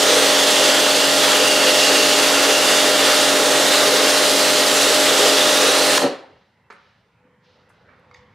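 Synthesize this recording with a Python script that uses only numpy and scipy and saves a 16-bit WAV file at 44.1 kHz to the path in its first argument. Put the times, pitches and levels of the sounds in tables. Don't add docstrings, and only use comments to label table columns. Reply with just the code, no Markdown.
import sys
import numpy as np
from scipy import signal
from scipy.fft import rfft, irfft, next_fast_len
from scipy.io import wavfile
from scipy.ndimage import uniform_filter1d, map_coordinates

SR = 44100
rng = np.random.default_rng(int(sys.argv[2]) if len(sys.argv) > 2 else 0)


def boost_factor(decibels):
    exponent = np.asarray(decibels, float) / 20
    return 10 ** exponent


def int16_out(signal):
    q = np.round(np.clip(np.atleast_2d(signal).T, -1, 1) * 32767)
    wavfile.write(sys.argv[1], SR, q.astype(np.int16))


N = 367794
T = np.arange(N) / SR

# (time [s], share of full speed [1])
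SHAFT_SPEED = [
    (0, 1),
    (5.98, 1),
    (6.04, 0.97),
    (6.09, 0.92),
]
SHAFT_HZ = 46.515
# (multiple of the shaft speed [1], level [dB])
PUMP_TONES = [(3, -47), (5, -46.5), (6, -30), (7, -39.5), (8, -41.5), (9, -32), (10, -49), (11, -30),
              (12, -32.5), (13, -23.5), (14, -34.5), (15, -36), (17, -34), (18, -33), (19, -38.5),
              (21, -43), (22, -42), (23, -43.5), (24, -42), (27, -37.5), (30, -36.5), (41, -40.5),
              (60, -42)]
# (frequency [Hz], level [dB])
WINDING_HUM = [(99.9, -62), (199.8, -47)]
# (time [s], level [dB])
PUMP_LEVEL = [
    (5.97, -0.13),
    (5.985, -3),
    (6.01, -1.5),
    (6.04, 4),
    (6.072, 2.5),
    (6.08, -8),
    (6.14, -13),
    (6.2, -35.5),
    (6.25, -91),
]
# (frequency [Hz], level [dB])
CASING_COLOUR = [(15, -47), (30, -30), (70, -35), (100, -27), (130, -15.5), (227, -8.5), (300, -1),
                 (400, 1), (540, 3), (620, -3.5), (800, -21), (1100, -40), (2500, -120)]

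# (time [s], level [dB])
JET_FLOW = [
    (5.975, -0.5),
    (5.98, 2),
    (5.985, -19.5),
    (6.03, -17),
    (6.08, -25.5),
    (6.11, -44),
    (6.13, -97.5),
]
# (time [s], echo frequency [Hz], echo level [dB])
NOZZLE_ECHO = [
    (0, 3480, 3),
    (.5, 3400, 4.5),
    (1.5, 3380, 2),
    (3.0, 3500, 2),
    (3.7, 3790, 1.5),
    (4.6, 4200, 2),
    (5, 3650, 2.5),
    (5.4, 3420, 3.5),
    (5.95, 4300, 5),
]
# (frequency [Hz], level [dB per Hz])
SPRAY_COLOUR = [(1100, -33.5), (1800, -5.5), (2360, -6), (2760, -1), (3520, -0.5), (5000, -3), (6540, -5),
                (9480, -9.5), (13200, -18.5), (15100, -24), (15900, -29)]
# (frequency [Hz], level [dB])
SPLASH_COLOUR = [(380, -36), (650, -1), (800, -3.5), (960, -4.5), (1270, -1), (1600, -2.5), (1920, -3),
                 (2340, -8.5), (2600, -15.5), (3400, -39.5)]
# (middle time [s], splash level [dB], half length [s])
PUDDLES = [(.06, -25.5, 0.032), (.35, -26, .1), (.75, -25.5, 0.046), (1.3, -24, 0.041), (1.63, -22, .06),
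           (1.92, -27, 0.03), (2.3, -25, .12), (2.68, -24, 0.046), (3.07, -23, 0.11), (3.6, -27.5, 0.38),
           (4.0, -24.5, 0.14), (5.5, -25.5, 0.28), (5.95, -25, 0.11)]
# (middle time [s], level [dB], half length [s])
SLOTS = [
    (.65, -24.5, 0.078),
    (1.05, -22, .09),
    (1.55, -21, 0.22),
    (1.95, -23, .22),
    (2.6, -23, 0.26),
    (3.05, -24, .09),
    (4.03, -32.5, .15),
]
# (middle time [s], gurgle level [dB], half length [s])
DRAIN_PASSES = [(.17, -17.5, 0.079), (.3, -22.5, 0.17), (.65, -22, .06), (.98, -21, 0.023),
                (1.16, -25, 0.021), (1.39, -17.5, 0.024), (1.55, -27.5, 0.036), (1.68, -18.5, 0.021),
                (1.95, -20, 0.064), (2.17, -19.5, 0.024), (2.39, -23, 0.023), (2.51, -18, 0.031),
                (2.74, -23.5, 0.045), (2.91, -21, 0.024), (3.05, -20.5, 0.032), (3.41, -21.5, 0.085),
                (3.68, -22, 0.067), (3.96, -19, 0.094), (4.23, -18.5, 0.024), (4.45, -26, 0.018),
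                (4.6, -21, 0.02), (4.91, -17, 0.036), (5.27, -18.5, 0.1), (5.67, -16, 0.038),
                (5.81, -20, 0.02)]
# (frequency [Hz], width [Hz], level [dB])
DRAIN_TONES = [(402, 76, -2), (508, 102, -1.5)]
SPRAY_DB, SPLASH_DB = -17, -23
TRICKLE_DB, SLOT_REST_DB = -32.5, -32.5
UPPER_DB, UPPER_LIFT = 0.5, 0.28
FIZZ_DB_PER_KHZ = 1.1

# (time [s], level [dB], pitch [Hz], time to fall 60 dB [s])
VALVE_CLACKS = [
    (5.977, -7.5, 1120, 0.023),
    (6.018, -11, 570, 0.027),
    (6.03, -11.5, 566, 0.014),
    (6.041, -13.5, 275, 0.041),
    (6.232, -33, 600, 0.045),
]
# (time [s], level [dB], pitch [Hz], time to fall 60 dB [s], left over right [dB])
DULL_KNOCKS = [(6.32, -57, 95, .3, 0), (6.703, -48, 250, .12, 0), (8.07, -52, 105, .12, 0),
               (8.17, -50, 100, .2, 0), (7.247, -50, 188.3, 0.046, 0), (6.702, -52, 4500, .08, -6),
               (6.722, -58, 7000, .1, -2), (7.691, -64, 7530, .15, -11), (7.70, -48, 1080, .06, 2),
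               (7.886, -45, 1400, 0.4, -9), (7.995, -69, 7880, 0.0099, 3), (8.112, -50, 3520, .012, -.5),
               (8.143, -52, 4610, .03, -3), (8.146, -64.5, 10060, .015, -1.5), (8.16, -55, 4000, .25, -7)]
# (frequency [Hz], time to fall 60 dB [s])
WALL_DECAY = [(100, 0.29), (500, 0.56), (2000, 0.5), (6000, 0.27), (14000, .17)]
# (frequency [Hz], width [Hz], level [dB])
LANCE_TONES = [(430, 160, 0), (1305, 493, 5.5), (2440, 1090, -1), (4200, 1900, -9.5)]
# (time [s], level [dB], pitch [Hz], time to fall 60 dB [s])
LANCE_TAPS = [(6.7013, -32, 1218, 0.016), (6.703, -42, 430, .06), (6.7065, -40, 1450, 0.024),
              (6.739, -41, 1453, .015), (8.1123, -34, 1150, .01), (8.113, -47, 2150, .04),
              (8.139, -53, 4840, 0.022), (8.144, -49, 4760, .035), (8.1425, -50, 6460, .022),
              (8.143, -45, 3650, .018), (8.1466, -34, 1920, 0.016), (8.147, -44, 2100, 0.04),
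              (8.159, -49, 3500, .03), (8.168, -50, 2150, .03), (6.64, -69, 2670, .6)]

# (frequency [Hz], level [dB per Hz])
TRAFFIC_COLOUR = [(15, -52), (30, -30.5), (60, -5.5), (100, 5), (200, 2), (300, -10), (450, -44.5),
                  (900, -120)]
# (frequency [Hz], level [dB])
AIR_COLOUR = [(200, -17.5), (350, -8), (500, 0), (700, -8.5), (920, 0.5), (1200, -8), (2000, -6),
              (2600, -14.5), (4000, -25), (8000, -44), (14000, -120)]
# (start [s], hold [s], level [dB])
SCUFFS = [
    (6.203, 0.22, -69),
    (6.76, 0.12, -65),
    (7.446, 0.1, -64.5),
    (7.748, .6, -75),
]
# (frequency [Hz], level [dB])
SCUFF_COLOUR = [(1500, -24), (2300, -1), (3900, 0), (5300, -6.5), (6200, -13), (7500, -29.5),
                (10000, -50.5), (15800, -78)]
# (start [s], hold [s], level [dB])
DOVE_COOS = [
    (7.251, 0.086, -59),
    (7.481, .2, -63),
    (7.788, .04, -68),
    (8.121, .15, -58),
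]
TRAFFIC_DB, AIR_DB = -65.5, -64.5
RECOVER_S, RECOVER_DB_PER_S, RECOVER_TOP_DB = 7.08, 6.5, 14

# (frequency [Hz], likeness [1])
LEFT_RIGHT_LIKENESS = [(60, .9995), (150, .998), (300, .987), (550, .955), (950, .925), (2380, .935),
                       (5980, .9), (15000, .79)]


def unit(x):
    return x / np.sqrt(np.mean(x ** 2) + 1e-20)


def along(points, hz):
    f, v = np.transpose(points)
    return np.interp(np.log(hz + 1), np.log(f + 1), v)


def curves(rows):
    s, *cols = np.transpose(rows)
    return [np.interp(T, s, c) for c in cols]


def wobble(rate):
    coarse = T[::64]
    knots = rng.standard_normal(int(N * rate / SR) + 4)
    return np.interp(T, coarse, map_coordinates(knots, [coarse * rate]))


def filtered(x, response):
    m = next_fast_len(N + SR // 2)
    return irfft(rfft(x, m) * response(np.fft.rfftfreq(m, 1 / SR)), m)[..., :N]


def modes(peaks):
    def response(f):
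        total = 0
        for k, (centre, width, db) in enumerate(peaks):
            damping = 1j * f * width
            total = total + (-1) ** k * boost_factor(db) * damping / (centre ** 2 - f ** 2 + damping)
        return total
    return response


def shape(spectrum):
    return lambda hz: boost_factor(along(spectrum, hz))


def mid_side_gain(hz):
    turn = np.arccos(np.clip(along(LEFT_RIGHT_LIKENESS, hz), -1, 1)) / 2
    return np.array([np.cos(turn), np.sin(turn)])


def fine(gain, depth_db, rate):
    pair = rng.standard_normal((2, N))
    mid, side = filtered(pair, lambda hz: gain(hz) * mid_side_gain(hz))
    return boost_factor(depth_db * wobble(rate)) * unit(np.array([mid + side, mid - side]))


def rush(gain, patchy_db, band=None):
    hz, t, z = signal.stft(rng.standard_normal((2, N), np.float32), SR, nperseg=512)
    field = uniform_filter1d(rng.standard_normal(z.shape[1:]), size=4, axis=0)
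    field = uniform_filter1d(field, size=24, axis=1)
    colour = np.abs(gain(hz) * mid_side_gain(hz))[..., None]
    mid, side = z * colour * boost_factor(patchy_db * unit(field))
    z = np.array([mid + side, mid - side])
    scale = np.std(signal.istft(z[:, :, :200], nperseg=512)[1])
    moving = band(hz[:, None], t) if band else 1
    return signal.istft(z * moving, nperseg=512)[1][:, :N] / scale


def swells(rows, rest_db):
    step = T[::64]
    power = boost_factor(2 * rest_db)
    for s, db, half in rows:
        power = power + boost_factor(2 * db) * np.exp(-((step - s) / half) ** 2)
    return np.interp(T, step, 10 * np.log10(power))


def held(start, hold, db, attack, release):
    rise = np.minimum(T - start, 0) / attack
    fall = np.maximum(T - start - hold, 0) / release
    return boost_factor(db) * np.exp(rise - fall)


def ringing(control, stop, wet_db):
    s, db = np.transpose(control)

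    def gain(hz, t):
        fade_db = np.maximum(-60 * np.clip(t - stop, 0, None) / along(WALL_DECAY, hz), -500)
        near = boost_factor(wet_db + fade_db)
        far = boost_factor(wet_db - 22 + 0.456 * fade_db)
        return np.hypot(boost_factor(np.interp(t, s, db)), near + far) / np.hypot(1, boost_factor(wet_db))
    return gain


def pump():
    speed = curves(SHAFT_SPEED)[0] + 0.00042 * wobble(3)
    turn = 2 * np.pi * SHAFT_HZ * np.cumsum(speed) / SR
    sway = [1 + 0.1 * wobble(12) for _ in range(4)]
    lines = []
    for i, (multiple, db) in enumerate(PUMP_TONES):
        tone = np.sin(multiple * turn + rng.uniform(0, 6.5))
        lines.append(boost_factor(db + 2.0) * sway[i % 4] * tone)
    hum = sum(boost_factor(db + 4.5) * np.sin(2 * np.pi * hz * T) for hz, db in WINDING_HUM)
    side = 0.08 * (sum(lines[5::2]) - sum(lines[6::2]))
    tonal = sum(lines) + hum + np.array([side, -side])
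    rumble = boost_factor(-27.5) * fine(shape(CASING_COLOUR), depth_db=1, rate=14)
    tonal_gain = ringing(PUMP_LEVEL, 6.075, wet_db=-16)(500, T)
    rumble_gain = ringing(PUMP_LEVEL, 6.075, wet_db=-6)(300, T)
    return tonal_gain * tonal + rumble_gain * rumble


def jet():
    gurgle_db, whistle_db = swells(DRAIN_PASSES, TRICKLE_DB), swells(SLOTS, SLOT_REST_DB)
    echo_hz, echo_db = curves(NOZZLE_ECHO)
    upper_db = UPPER_DB + UPPER_LIFT * (whistle_db - SLOT_REST_DB)
    fizz_db = FIZZ_DB_PER_KHZ * (echo_hz - 3500) / 1000
    flow = ringing(JET_FLOW, 6.018, wet_db=-7)

    def bump(hz, centre_hz, width_hz):
        return np.exp(-((hz - centre_hz) / width_hz) ** 2)

    def band(hz, t):
        at = lambda v: np.interp(t, T, v)
        db = SPRAY_DB + at(echo_db) * bump(hz, at(echo_hz), 290)
        db = db + at(upper_db) * bump(hz, 4650, 280)
        db = db + at(fizz_db) * np.clip((hz - 7000) / 3000, 0, 1)
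        lean_db = -2.1 * bump(hz, 5000, 4500) + 0.9 * (hz > 10000)
        return flow(hz, t) * boost_factor(db) * boost_factor(lean_db * np.array([[[0.5]], [[-0.5]]]))

    hiss = rush(shape(SPRAY_COLOUR), 1.01, band)
    splash_db = swells(PUDDLES, SPLASH_DB) + 0.67 * wobble(12)
    splash = boost_factor(splash_db) * rush(shape(SPLASH_COLOUR), 0.21, flow)
    slot_noise = fine(lambda f: modes([(2800, 230, 0)])(f) ** 2, depth_db=0.5, rate=13)
    whistle = boost_factor(whistle_db - 2.5) * flow(2800, T) * slot_noise
    pit_noise = fine(lambda f: modes(DRAIN_TONES)(f) ** 2, depth_db=-0.3, rate=30)
    gurgle = boost_factor(gurgle_db - 4.0) * flow(450, T) * pit_noise
    flutter = boost_factor(0.42 * wobble(6.1) + 0.54 * wobble(60))
    return flutter * (hiss + splash + whistle) + gurgle * boost_factor([[0.4], [-0.4]])


def knocks(rows):
    out, t = np.zeros((2, N + SR)), np.arange(SR // 4) / SR
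    for s, db, hz, t60, *pan in rows:
        sos = signal.butter(3, [hz / 1.5, hz * 1.5], "band", fs=SR, output="sos")
        envelope = boost_factor(-60 * t / t60) * (1 - np.exp(-t / 0.0011))
        burst = signal.sosfilt(sos, rng.standard_normal(len(t)) * envelope)
        sides = boost_factor(db + np.sum(pan) * np.array([[0.5], [-0.5]]))
        out[:, round(s * SR):][:, :len(t)] += sides * burst / np.abs(burst).max()
    return out[:, :N]


def walls(x):
    hz, t, z = signal.stft(rng.standard_normal((2, SR)), SR, nperseg=256)
    fade_db = np.maximum(-60 * t / along(WALL_DECAY, hz)[:, None], -200)
    tail = signal.istft(z * boost_factor(fade_db), SR, nperseg=256)[1]
    side = 0.5 * (tail[1] - uniform_filter1d(tail[1], size=60))
    tail = tail[0] + np.array([side, -side])
    return signal.fftconvolve(x.mean(0)[None], tail / np.linalg.norm(tail[0]), axes=1)[:, :N]


def lance():
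    t = np.clip(T - 6.702, 0, 2.5)
    decay = boost_factor(-60 * t / 0.11) + 0.16 * boost_factor(-60 * t / 1.02)
    blow = (t > 0) * decay * rng.standard_normal(N)
    body = filtered(blow, lambda f: modes(LANCE_TONES)(f) / (1 + 1j * f / 7000) ** 3)
    taps, t = np.zeros(N + SR), np.arange(SR // 4) / SR
    for s, db, hz, t60 in LANCE_TAPS:
        envelope = boost_factor(db - 60 * t / t60) * (1 - np.exp(-t / 0.00028))
        taps[round(s * SR):][:len(t)] += envelope * np.sin(2 * np.pi * hz * t)
    return (boost_factor(-32.5) * body / np.abs(body).max() + taps[:N]) * boost_factor([[-1.1], [1.1]])


def yard():
    gain_db = np.clip(RECOVER_DB_PER_S * (T - RECOVER_S), 0, RECOVER_TOP_DB)
    lean = boost_factor([[-0.6], [0.6]])
    traffic = boost_factor(TRAFFIC_DB + gain_db) * fine(shape(TRAFFIC_COLOUR), depth_db=0.3, rate=11)
    air = boost_factor(AIR_DB + gain_db) * rush(shape(AIR_COLOUR), patchy_db=2.5) * lean
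    drag = sum(held(*row, attack=0.015, release=0.16) for row in SCUFFS)
    scuffs = drag * rush(shape(SCUFF_COLOUR), patchy_db=1) * lean
    coo = boost_factor(1.8 * wobble(35)) * sum(held(*row, attack=0.04, release=0.04) for row in DOVE_COOS)
    coo_hz = 498 + 2.8 * wobble(40)
    dove = coo * np.sin(2 * np.pi * np.cumsum(coo_hz) / SR)
    return traffic + air + scuffs + dove


def scene():
    hits = knocks(VALVE_CLACKS) + knocks(DULL_KNOCKS) + lance()
    return pump() + jet() + hits + boost_factor(-5.5) * walls(hits) + yard()


def band_limit(x):
    return signal.sosfilt(signal.butter(12, 15920, fs=SR, output="sos"), x)


def record(dry):
    hiss = filtered(rng.standard_normal(dry.shape), lambda hz: 1 / (1 + (hz / 8000) ** 2))
    x = dry + boost_factor(-75) * hiss
    x = x / (1 + np.abs(x / 0.98) ** 6) ** (1 / 6)
    mix = filtered(x, lambda hz: np.cos(np.pi / 2 * np.clip((hz - 15820) / 120 + 1, 0, 1)) ** 2)
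    return band_limit(mix)


dry = scene()
out = record(dry)
int16_out(out)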